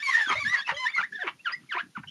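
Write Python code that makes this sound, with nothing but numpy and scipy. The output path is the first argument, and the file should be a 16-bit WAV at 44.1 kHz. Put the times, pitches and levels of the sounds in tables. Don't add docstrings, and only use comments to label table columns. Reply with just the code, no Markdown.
import sys
import numpy as np
from scipy import signal
from scipy.fft import rfft, irfft
from scipy.io import wavfile
from scipy.ndimage import uniform_filter1d, map_coordinates

SR = 44100
rng = np.random.default_rng(int(sys.argv[2]) if len(sys.argv) > 2 else 0)


def magnitude_from_level(level_db):
    exponent = np.asarray(level_db, float) / 20
    return 10 ** exponent


def generate_wav(sig):
    pcm = np.round(np.clip(np.atleast_2d(sig).T, -1, 1) * 32767).astype(np.int16)
    wavfile.write(sys.argv[1], SR, pcm)


N = 92610


def unit(x):
    return x / np.sqrt(np.mean(x ** 2) + 1e-20)


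def wobble(n, rate):
    knots = rng.standard_normal(256)
    return map_coordinates(knots, [np.arange(n) * rate / SR], mode="wrap")


def coloured(x, spectrum):
    f, db = np.transpose(spectrum)
    hz = np.fft.rfftfreq(N, 1 / SR)
    gain = magnitude_from_level(np.interp(np.log(hz + 1), np.log(f), db))
    return unit(irfft(rfft(x) * gain, N))


# (frequency [Hz], level [dB per Hz])
AIR_SPECTRUM = [(30, -48), (185, -4), (700, -19.5), (3400, -17), (9900, -19.5), (13500, -30)]


def room_air():
    return magnitude_from_level(-64) * coloured(rng.standard_normal(N), AIR_SPECTRUM)


def room(x):
    t60_s, predelay = 0.13, 200
    t = np.arange(SR // 2) / SR
    reflections = uniform_filter1d(rng.standard_normal(len(t)), size=4)
    tail = reflections * magnitude_from_level(-60 * t / t60_s)
    return signal.fftconvolve(np.pad(x, (predelay, 0)), tail / np.linalg.norm(tail))[:N]


# (time [s], level [dB], pitch [Hz], t60 [s])
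KNUCKLE_KNOCKS = [
    (.272, -28.5, 293, 0.025),
    (0.3, -27, 370, 0.036),
    (0.333, -39, 163, 0.06),
    (0.442, -38.5, 216, 0.18),
    (.717, -32, 161, 0.051),
    (.987, -46, 184, 0.19),
    (1.976, -23, 217.6, 0.049),
]


def knocks():
    start, db, hz, t60 = np.transpose(KNUCKLE_KNOCKS)[:, :, None]
    t = np.clip(np.arange(N) / SR - start, 0, None)
    onset = 1 - np.exp(-t * hz)
    return np.sum(magnitude_from_level(db - 60 * t / t60) * np.sin(2 * np.pi * hz * t) * onset, axis=0)


def grains(rows, count, spread, cycles, scatter_db):
    out = np.zeros(N + SR)
    draws = rng.standard_normal((len(rows), 3, count, 1))
    for (s, length, db, hz), draw in zip(rows, draws):
        pitch = hz * np.exp(spread * np.tanh(draw[0]))
        t = np.arange(int(6 * cycles / hz * SR)) / SR
        decay = np.exp(-t * pitch / cycles)
        onset = (1 - np.exp(-t * pitch)) ** 2
        rings = np.sin(2 * np.pi * pitch * t) * decay * onset
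        start = np.round((s + length * np.tanh(draw[1] / 3)) * SR).astype(int)
        at = np.clip(start, 0, N) + np.arange(len(t))
        size = magnitude_from_level(db + scatter_db * draw[2]) * np.sqrt(4 * length * pitch / cycles / count)
        out += np.bincount(at.ravel(), (size * rings).ravel(), N + SR)
    return out[:N]


# (middle [s], length [s], level [dB], pitch [Hz])
TABLE_THUDS = [(.31, 0.021, -36, 324), (.35, 0.045, -39, 103.6), (.46, 0.057, -38.5, 163),
               (.56, 0.13, -66, 153), (.735, 0.056, -49.5, 86.4), (1.02, 0.11, -59.5, 178),
               (1.14, 0.051, -48, 254), (1.33, 0.074, -54.5, 178), (1.61, 0.081, -50, 195),
               (1.85, 0.061, -45.5, 187), (1.985, 0.022, -35.5, 183), (2.05, .08, -50, 131)]


def thuds():
    return grains(TABLE_THUDS, count=70, spread=0.5, cycles=1.5, scatter_db=3)


def streaks(depth_db):
    z = signal.stft(rng.standard_normal(N), nperseg=256)[2]
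    field = uniform_filter1d(rng.standard_normal(z.shape), size=8, axis=1)
    broad = uniform_filter1d(uniform_filter1d(field, size=5, axis=0), size=10, axis=1)
    field = unit(field) + unit(broad)
    return signal.istft(z * magnitude_from_level(depth_db * unit(field)), nperseg=256)[1][:N]


# (frequency [Hz], level [dB per Hz])
CLOTH_SPECTRUM = [(500, -22), (2000, 1.5), (6500, -10), (11000, -24.5), (13000, -82)]


def cloth_hiss(rubbing):
    level_db, drying_db_per_s, follows = -17.5, 8.5, 0.42
    power = np.abs(uniform_filter1d(rubbing ** 2, size=900))
    drying = magnitude_from_level(level_db - drying_db_per_s * np.arange(N) / SR)
    return drying * power ** follows * coloured(streaks(depth_db=1.5), CLOTH_SPECTRUM)


# (middle [s], length [s], level [dB], pitch [Hz])
CHATTER_BURSTS = [(.1, 0.029, -36, 2510), (.17, 0.1, -33, 2000), (.315, .04, -18.5, 1436),
                  (.37, 0.084, -37.5, 1650), (.57, 0.064, -30.5, 1830), (.702, 0.044, -22.5, 1660),
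                  (.88, 0.072, -39, 1720), (.995, 0.028, -25.5, 1500), (1.282, 0.022, -19, 1765),
                  (1.258, 0.052, -31, 1600), (1.495, 0.05, -29, 1720), (1.635, 0.077, -57.5, 1900),
                  (1.72, 0.036, -51.5, 4900), (1.752, 0.045, -28, 1596), (1.795, 0.025, -28, 2080),
                  (1.98, 0.032, -38.5, 1820), (2.04, 0.01, -39, 1380), (2.09, 0.011, -52, 3000)]


def chatter():
    return grains(CHATTER_BURSTS, count=110, spread=0.47, cycles=1.005, scatter_db=4)


def squeaks(tables, jitter, flutter_db, fall_db, rate):
    edge_s, dulling_per_s = .006, 0.69
    out = np.zeros(N)
    for rows in tables:
        s, hz, first_db, second_db = np.transpose(rows)
        a, b = round(s[0] * SR), min(round(s[-1] * SR), N)
        t = np.arange(a, b) / SR
        pitch = np.interp(t, s, hz) * (1 + jitter * wobble(b - a, rate))
        phase = 2 * np.pi * np.cumsum(pitch) / SR
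        k = np.arange(1, 11)[:, None]
        fall = fall_db * (1 + dulling_per_s * t) * np.log2(k / 2)
        db = np.where(k == 1, np.interp(t, s, first_db), np.interp(t, s, second_db) - fall)
        flutter = np.array([wobble(b - a, rate) ** 2 - 1 for _ in k])
        db = db - flutter_db * k ** 0.6 * flutter
        db = db + flutter_db * np.tanh(wobble(b - a, rate / 2))
        edge = np.sin(np.pi / 2 * np.clip(np.minimum(t - s[0], s[-1] - t) / edge_s, 0, 1))
        treble_loss = 1 + (k * pitch / 8000) ** 4
        partials = magnitude_from_level(db) * np.sin(k * phase + k * k) / treble_loss
        out[a:b] += np.sqrt(2) * edge * np.sum(partials, axis=0)
    return out


# (time [s], slip rate [Hz], first partial [dB], second partial [dB])
ROUGH_SQUEAKS = [
    [(.35, 610, -42.5, -64), (.4, 637, -54.5, -64)],
    [(.525, 908, -52, -52), (.56, 1091, -41.5, -51), (.6, 1095, -41, -60)],
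    [(0.172, 978, -43.5, -58), (0.213, 882, -44, -45.5), (0.236, 857, -51, -55)],
    [(1.722, 1522, -37.5, -35), (1.762, 753, -41.5, -56)],
    [(1.735, 1565, -33, -50), (1.79, 2253, -45, -66)],
    [(2.072, 2970, -53, -85), (2.085, 2963, -40.5, -75), (2.1, 3145, -51, -70)],
    [(0.292, 1356, -27, -63), (0.324, 1090, -30.5, -35), (0.35, 1318, -38, -41.5)],
    [(0.665, 1080, -56, -52), (0.697, 942, -29, -32), (0.72, 878, -37, -35)],
    [(0.96, 1218, -44, -68), (0.994, 1465, -27.5, -49.5), (1.025, 1089, -42.5, -34.5)],
    [(1.768, 937, -28, -53), (1.782, 1180, -33, -35), (1.815, 1850, -33.5, -62)],
]


def rough_squeaks():
    return squeaks(ROUGH_SQUEAKS, jitter=0.037, flutter_db=4.0, fall_db=12.5, rate=500)


# (time [s], slip rate [Hz], first partial [dB], second partial [dB])
SLOW_SQUEAKS = [
    [(0.068, 1092, -45, -45), (0.095, 1067, -24, -36), (0.12, 1187, -48, -54)],
    [(.4, 1183, -40.5, -34), (.432, 1121, -38.5, -55)],
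    [(.462, 1040, -54, -70), (.52, 1210, -42.5, -71), (.552, 1190, -44, -63)],
    [(.72, 525, -38, -41), (.8, 629, -58, -63)],
    [(.765, 995, -71, -36.5), (.8, 1032, -44, -37.5), (.86, 992.5, -30.5, -38)],
    [(1.185, 730, -55, -55), (1.225, 733, -43.5, -53), (1.247, 391, -43, -52), (1.275, 318, -37.5, -70)],
    [(1.748, 374, -45, -60), (1.782, 348, -49.5, -34.5)],
]


def slow_squeaks():
    return squeaks(SLOW_SQUEAKS, jitter=0.0072, flutter_db=1.5, fall_db=7, rate=160)


# (time [s], slip rate [Hz], first partial [dB], second partial [dB])
CLEAR_EARLY = [
    [(0, 1705, -38, -50), (.03, 1883, -49, -47)],
    [(.025, 1160, -44, -77), (.06, 1130, -52, -77)],
    [(.303, 2454, -29, -60), (.322, 1910, -27, -61)],
    [(.355, 3610, -43, -62), (.4, 3940, -43.5, -64)],
    [(.555, 2060, -30.5, -66), (.575, 2170, -33, -64)],
    [(.568, 4500, -45, -76), (.582, 4660, -42, -94), (.6, 4280, -40, -80)],
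    [(.742, 3158, -38, -52), (.762, 3280, -45, -55), (.79, 2983, -39, -53)],
    [(0.258, 3567, -42, -64), (0.3, 3200, -33, -40.5), (0.308, 3150, -31, -67)],
]
CLEAR_MIDDLE = [
    [(0.565, 1730, -34, -49), (0.605, 1640, -33, -41.5), (0.635, 1883, -42, -49.5)],
    [(0.645, 2620, -52, -93), (0.673, 2614, -35, -45), (0.686, 3180, -41, -55)],
    [(.86, 950, -56, -70), (.895, 1266, -57, -70)],
    [(.9, 3360, -55, -81), (.94, 3630, -46.5, -88)],
    [(1.025, 1460, -34, -58), (1.039, 1834, -24.5, -43), (1.062, 2110, -47.5, -91)],
    [(1.122, 1675, -32.5, -73), (1.158, 1792, -41, -47.5), (1.198, 1540, -39.5, -75)],
    [(1.19, 2030, -48, -66), (1.218, 1763, -26.5, -44.5), (1.242, 1465, -44, -55)],
]
CLEAR_END = [
    [(1.39, 2510, -61, -93), (1.413, 2730, -50, -94)],
    [(1.444, 2030, -55, -93), (1.454, 1780, -34.5, -42.5), (1.468, 1492, -22, -35), (1.5, 1180, -46, -53)],
    [(1.52, 1874, -49, -79), (1.542, 1943, -26.5, -59), (1.565, 2270, -53, -100)],
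    [(1.517, 4620, -47, -67), (1.533, 4990, -34.5, -61), (1.555, 5080, -62.5, -89)],
    [(1.69, 2252, -46.5, -118), (1.706, 2011, -39, -53), (1.73, 1435, -30, -39)],
    [(1.95, 1598, -49, -110), (1.966, 1421, -35, -50), (1.983, 758, -44.5, -49.5)],
    [(2.028, 1627, -67, -73), (2.042, 1500, -33, -70)],
    [(2.078, 5500, -54, -90), (2.097, 5650, -58, -90)],
]


def clear_squeaks():
    tables = CLEAR_EARLY + CLEAR_MIDDLE + CLEAR_END
    return squeaks(tables, jitter=0.011, flutter_db=2.5, fall_db=14.0, rate=183.0)


# (time [s], slip rate [Hz], first partial [dB], second partial [dB])
LEADING_STROKES = [
    [(.026, 2260, -26, -72), (.036, 2310, -36, -44.5), (.072, 2220, -29.5, -40.5), (.096, 2105, -31, -54.5),
     (.118, 1980, -25, -39.5)],
    [(.116, 2000, -31, -46.5), (.148, 1788, -21, -39), (.175, 1900, -26, -67.5), (.208, 1804, -24.5, -43)],
    [(.205, 1814, -37, -56), (.214, 1785, -19.5, -41), (.232, 1726, -30.5, -48.5), (.256, 1700, -34.5, -50),
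     (.266, 1500, -30, -71), (.3, 1600, -43, -61)],
    [(.35, 2012, -31.5, -50), (.378, 2182, -30, -55.5), (.392, 2302, -33, -52), (.418, 2313, -33.5, -49),
     (.446, 2144, -31.5, -41)],
    [(.447, 1686, -36, -47.5), (.466, 1685, -21.5, -47), (.491, 1887, -35.5, -38.5),
     (.53, 2003, -25, -49.5), (.548, 1920, -22, -45), (.562, 1790, -28.5, -60)],
    [(.85, 1684, -34.5, -52), (.872, 1826, -22.5, -37.5), (.898, 2330, -38.5, -58), (.91, 2420, -52.5, -47)],
    [(.932, 2134, -39, -77), (.956, 2159, -30.5, -44.5), (.986, 2023, -27, -53.5), (.996, 1940, -37, -57)],
]


def leading_finger():
    return squeaks(LEADING_STROKES, jitter=0.015, flutter_db=2.5, fall_db=7.5, rate=260)


def scene():
    rubbing = leading_finger() + clear_squeaks() + slow_squeaks() + rough_squeaks() + chatter()
    wipe = rubbing + cloth_hiss(rubbing)
    table = thuds() + knocks()
    return (wipe + magnitude_from_level(-15) * room(wipe) + table + room_air())[None]


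def band_limit(x):
    return signal.sosfilt(signal.butter(12, 13380, fs=SR, output="sos"), x)


def record(dry):
    notch_hz, notch_width_hz, low_cut_hz, high_cut_hz = 7990, 1590, 56, 12600
    hz = np.fft.rfftfreq(N, 1 / SR)
    dip = 1 - .8 / (1 + ((hz - notch_hz) / notch_width_hz * 2) ** 2)
    cut = 1 / (1 + (low_cut_hz / (hz + 1)) ** 4) / (1 + (hz / high_cut_hz) ** 12)
    mix = irfft(rfft(dry) * dip * cut, N)
    return band_limit(mix)


dry = scene()
out = record(dry)
generate_wav(out)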